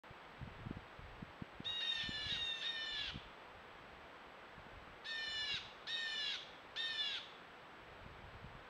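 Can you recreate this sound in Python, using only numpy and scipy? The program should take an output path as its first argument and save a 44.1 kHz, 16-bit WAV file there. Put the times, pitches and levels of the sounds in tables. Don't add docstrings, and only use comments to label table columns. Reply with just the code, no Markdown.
import sys
import numpy as np
from scipy import signal
from scipy.fft import rfft, irfft, next_fast_len
from scipy.io import wavfile
from scipy.ndimage import map_coordinates

SR = 44100
rng = np.random.default_rng(int(sys.argv[2]) if len(sys.argv) > 2 else 0)


def bounce(signal):
    frames = np.transpose(np.atleast_2d(signal))
    limited = np.clip(frames, -1, 1)
    pcm = np.round(limited * 32767).astype(np.int16)
    wavfile.write(sys.argv[1], SR, pcm)


N = 383229


def jeering_jay():
    # (start [s], length [s], top pitch [Hz], sag [Hz/s], time of failing pressure [s], level [dB],
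    # opening accent [dB], swell [dB], octave boost [dB], sum tone boost [dB], overtone boost [dB],
    # second voice's extra pitch at first [share of main], time to lock [s], breaking pitch [Hz])
    jeers = [(1.805, .57, 1892, 387.6, 0.092, -46, 2.5, 1, -2, -2, 0, .015, 0.16, 1706),
             (2.62, 0.49, 1869, 356, 0.16, -44.5, 0, 1, 2, -1.5, -3, .015, .1, 1713),
             (5.045, 0.54, 1824, 181.2, 0.17, -44, -10, 2, -1.5, 0.5, 1, 0.068, 0.15, 1653),
             (5.869, .496, 1867, 341.2, .172, -42.5, -4.5, -0.5, 0, -1, 0.5, .042, .35, 1676),
             (6.759, 0.43, 1849, 368.3, 0.2, -44.5, -3, -3, 4.5, 0.5, 1, 0.068, 0.27, 1643)]
    tones = [(1, 0), (2, 0), (1, 1), (0, 2), (3, -2), (0, 3), (1, 2), (2, 1), (3, 0), (2, 2), (3, 1),
             (4, 0), (3, 2), (4, 1), (5, 0), (4, 2), (5, 1), (6, 0), (5, 2), (6, 1), (7, 0)]
    base_db = [-5.5, -7.5, -2.5, -7, -16.5, -13, -7.5, -9.5, 0.5, -7.5, -9.5, 0.5, -9.5, -9.5, -3.5, -13.5,
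               -11.5, -5.5, -12.5, -11, -8]
    ratio = 2 / 3
    out = np.zeros(N)
    for start, *shape, octave_db, sum_db, overtones_db, sharp, lock_s, break_hz in jeers:
        boost_db = {(2, 0): octave_db, (1, 1): sum_db}
        tone_db = [db + boost_db.get((m, n), 0) + overtones_db * (m + n * ratio > 2)
                   for (m, n), db in zip(tones, base_db)]
        pitch, level_db = call_shape(*shape, fall_hz_per_s=610)
        out += call(start, pitch, level_db, tones, tone_db, ratio, sharp, lock_s,
                    jitter=.0031, rasp=.021, break_hz=break_hz, second_soft_db=13, broken_db=-1.45)
    return out


def whistling_jay():
    # (start [s], length [s], top pitch [Hz], sag [Hz/s], time of failing pressure [s], level [dB],
    # opening accent [dB], swell [dB])
    whistles = [(1.643, .406, 1901, 216.7, .1, -42, -3, 2.5), (2.282, .4, 1905, 360.4, 0.064, -42, -6, -2)]
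    tones = [(1, 0), (2, 0), (1, 1), (2, 1), (3, 0), (3, 1), (4, 0), (4, 1), (5, 0), (5, 1), (6, 0), (7, 0)]
    tone_db = [-11.5, -3.5, -4, -16.5, -10.5, -1, -3, -11, -3.5, -7.5, -6.5, -8.5]
    out = np.zeros(N)
    for start, *shape in whistles:
        pitch, level_db = call_shape(*shape, fall_hz_per_s=1100)
        out += call(start, pitch, level_db, tones, tone_db, ratio=1 / 2, sharp=0, lock_s=1,
                    jitter=.0056, rasp=.033, break_hz=1733, second_soft_db=6.5, broken_db=-11.5)
    return out


def call_shape(length, top_hz, sag_hz_per_s, failing_s, db, accent_db, swell_db, fall_hz_per_s):
    swoop_s, bend_s, drop_s, edge_s = .01, .01495, .015, .011
    t = np.arange(int(length * SR)) / SR
    failed_s = bend_s * np.logaddexp(0, (t - length + failing_s) / bend_s)
    held_hz = top_hz - sag_hz_per_s * t - fall_hz_per_s * failed_s
    swoop = 1 - .28 * np.exp(-t / swoop_s)
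    drop = 1 - .1703 * np.exp((t - length) / drop_s)
    opening_db = accent_db * np.exp(-t / edge_s)
    ending_db = -6 * np.exp((t - length) / edge_s)
    return held_hz * swoop * drop, db + opening_db + swell_db * (t / length - .5) + ending_db


def call(start, pitch, level_db, tones, tone_db, ratio, sharp, lock_s,
         jitter, rasp, break_hz, second_soft_db, broken_db):
    size = len(pitch)
    t = np.arange(size) / SR
    rough = np.clip(.6 + t / .3, 0, 1) / (1 + np.exp((pitch - break_hz) / 30))
    waver = .003 * wobble(43.9, size) + jitter * wobble(201, size) + rasp * rough * wobble(700, size)
    main_phase = 2 * np.pi * np.cumsum(pitch * (1 + waver)) / SR
    slip = np.cumsum(pitch * sharp * np.clip(1 - t / lock_s, 0, 1)) / SR
    shake = (.09 + .38 * rough) * wobble(400, size)
    second_phase = ratio * main_phase + 2 * np.pi * (slip - slip[-1]) + shake + np.pi / 6
    second_hz = pitch * ratio + np.gradient(slip) * SR
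    second_db = -second_soft_db * np.clip(1 - t / t[-1] / .68, 0, 1)
    voice = np.zeros(size)
    for (m, n), db in zip(tones, tone_db):
        is_main = (m, n) == (1, 0)
        follows = 1 if (m, n) == (1, 1) else .13 * (n != 0)
        drift_db = (.9 if is_main else 2.2) * wobble(25.7, size)
        rasp_db = rough * (broken_db - is_main)
        throat_db = throat(m * pitch + n * second_hz)
        gain = amp(level_db + db + throat_db + follows * second_db + rasp_db + drift_db)
        flutter = amp(.64 * np.sqrt(m + n * ratio) * wobble(109.3, size))
        voice += np.sqrt(2) * gain * flutter * np.sin(m * main_phase + n * second_phase)
    fade = np.clip(np.minimum(t, t[-1] - t) / .0031, 0, 1)
    sound = (voice + breath(level_db, rough)) * fade
    return np.pad(sound, (int(start * SR), N))[:N]


def throat(hz):
    # (frequency [Hz], gain [dB])
    shape = [(900, -45), (1300, 8.5), (1600, -4), (2300, -8), (2900, -1.5), (3850, 2), (4400, -8),
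             (4750, -16.5), (5250, -18.5), (5600, -18.5), (6700, -28.5), (8000, -39.5), (9200, -36.5),
             (10000, -45), (14000, -50)]
    # (frequency [Hz], half width [Hz], gain [dB])
    peaks = [(1800, 76, 6.5), (2924, 69, 3), (3394, 58, -0.5), (3735, 81, 2.5), (5260, 75, 3.5)]
    return along(shape, hz) + sum(db * np.exp(-((hz - centre) / width) ** 2) for centre, width, db in peaks)


def breath(level_db, rough):
    # (frequency [Hz], level [dB])
    colour = [(900, -55.5), (1600, -10), (2400, -6), (3000, 1), (3750, -5), (4400, -7), (5200, -18.5),
              (6700, -30.5), (8000, -44.5), (10000, -50), (14000, -65)]
    return amp(level_db) * (amp(-19) + amp(-6.5) * rough) * noise(colour)[:len(rough)]


def trees(x):
    # (frequency [Hz], time to fade by 60 dB [s])
    fade_times = [(1000, 0.52), (2900, 0.66), (3450, 0.7), (3900, 0.64), (6000, 0.64), (12000, 0.28)]
    # (frequency [Hz], gain [dB])
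    scatter = [(1500, -9.5), (2300, 1), (2900, -5.5), (3450, 2), (3850, -2), (5000, -3), (7000, 2.5),
               (12000, 8)]
    twig_fade_s = .068
    hz, t, bands = signal.stft(rng.standard_normal(SR), SR, nperseg=256)
    fading = amp(-60 * t / along(fade_times, hz)[:, None])
    tail = signal.istft(bands * fading, SR, nperseg=256)[1]
    twigs = rng.standard_normal(len(tail)) * amp(-60 * np.arange(len(tail)) / SR / twig_fade_s)
    near = amp(-11) * twigs / np.linalg.norm(twigs)
    far = amp(-6.5) * tail / np.linalg.norm(tail)
    echo = signal.fftconvolve(x, near + far)[:N]
    return filtered(echo, lambda hz: amp(along(scatter, hz)))


def knocks():
    # (time [s], level [dB], pitch [Hz])
    clear = [(.111, -51, 111), (.416, -44, 150), (0.431, -44, 112), (0.478, -47.5, 161), (.601, -50, 129),
             (.662, -46, 170), (0.671, -39, 130), (.711, -35.5, 207), (.772, -43.5, 165),
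             (.995, -48.5, 110), (1.229, -40, 167), (1.423, -37.5, 169), (1.605, -40.5, 187),
             (2.04, -48, 133), (2.093, -38, 188), (2.268, -49.5, 107), (2.325, -46, 153), (2.365, -52, 143),
             (3.145, -49, 158), (3.16, -40.5, 165), (3.177, -46.5, 117), (4.582, -49.5, 133),
             (4.669, -54, 179), (4.88, -55, 119), (5.544, -48, 117), (8.064, -49.5, 138), (8.447, -45, 119),
             (8.553, -49.5, 132)]
    faint_per_s, faint_hz = 14, 130
    t, out, strength = np.arange(N) / SR, np.zeros(N), rumble_strength()
    faint = []
    for when, soft, tone in rng.random((int(faint_per_s * N / SR), 3)):
        rumble_db = 20 * np.log10(strength[int(when * N)])
        faint.append((when * N / SR, rumble_db + 5 - 7 * soft, faint_hz * 2 ** (tone - .5)))
    for time, db, hz in clear + faint:
        near = slice(*np.searchsorted(t, [time - .04, time + .04]))
        cycles = (t[near] - time) * hz
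        wave = np.sin(2 * np.pi * cycles + rng.normal(0, .36))
        out[near] += amp(db + 6) * wave / np.cosh(cycles / .21)
    return out


def rumble():
    # (frequency [Hz], level [dB])
    colour = [(15, -10.5), (35, 3), (85, 4), (140, -2.5), (250, -21), (500, -40), (1000, -99.5)]
    lumpy = unit(noise(colour) * amp(3 * wobble(30, N)))
    return amp(2.25) * rumble_strength() * lumpy


def rumble_strength():
    # (start [s], length [s], level [dB])
    flurries = [(0.396, 0.43, -59), (0.976, .3, -60.5), (1.553, 0.18, -65.5), (2.022, .45, -64),
                (2.946, 0.34, -67), (3.502, 0.55, -73.5), (4.527, 0.44, -69.5), (5.26, .4, -74.5),
                (7.877, 0.74, -65)]
    calm_db, edge_s = -77, .035
    t = np.arange(N) / SR
    rise = lambda time: (1 + np.tanh((t - time) / edge_s)) / 2
    return amp(calm_db) + sum(amp(db) * rise(start) * (1 - rise(start + length))
                              for start, length, db in flurries)


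def hiss():
    # (frequency [Hz], level [dB])
    colour = [(59, -42.5), (100, -17), (129, -12), (153, -5.5), (275, -6), (306, -5.5), (497, -2.5),
              (654, -3), (758, -2), (1520, -4), (3390, -13.5), (6950, -37), (7890, -40.5), (8580, -44),
              (15500, -44)]
    return amp(-57) * noise(colour)


def camera_whine():
    # (pitch [Hz], level [dB])
    tones = [(495.3, -76.5), (7768, -102), (7827, -91)]
    t = np.arange(N) / SR
    return sum(np.sqrt(2) * amp(db) * np.sin(2 * np.pi * hz * t + .5 * wobble(12, N)) for hz, db in tones)


def amp(db):
    return 10 ** (np.asarray(db) / 20)


def unit(x):
    return x / np.sqrt(np.mean(x ** 2) + 1e-20)


def along(points, hz):
    frequencies, values = np.transpose(points)
    return np.interp(np.log(hz + 1), np.log(frequencies), values)


def wobble(rate, size):
    return map_coordinates(rng.standard_normal(int(size * rate / SR) + 4), [np.arange(size) * rate / SR])


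def filtered(x, response):
    size = next_fast_len(N + 8192)
    return irfft(rfft(x, size) * response(np.fft.rfftfreq(size, 1 / SR)), size)[:N]


def noise(colour):
    return unit(filtered(rng.standard_normal(N), lambda hz: amp(along(colour, hz))))


def scene():
    birds = amp(-.57) * whistling_jay() + amp(-.03) * jeering_jay()
    return (birds + trees(birds) + rumble() + camera_whine() + hiss() + knocks())[None]


def record(dry):
    start_s, top_hz = .036, 15700
    awake = np.arange(N) / SR > start_s
    return filtered(dry[0] * awake, lambda hz: hz < top_hz)[None]


dry = scene()
out = record(dry)
bounce(out)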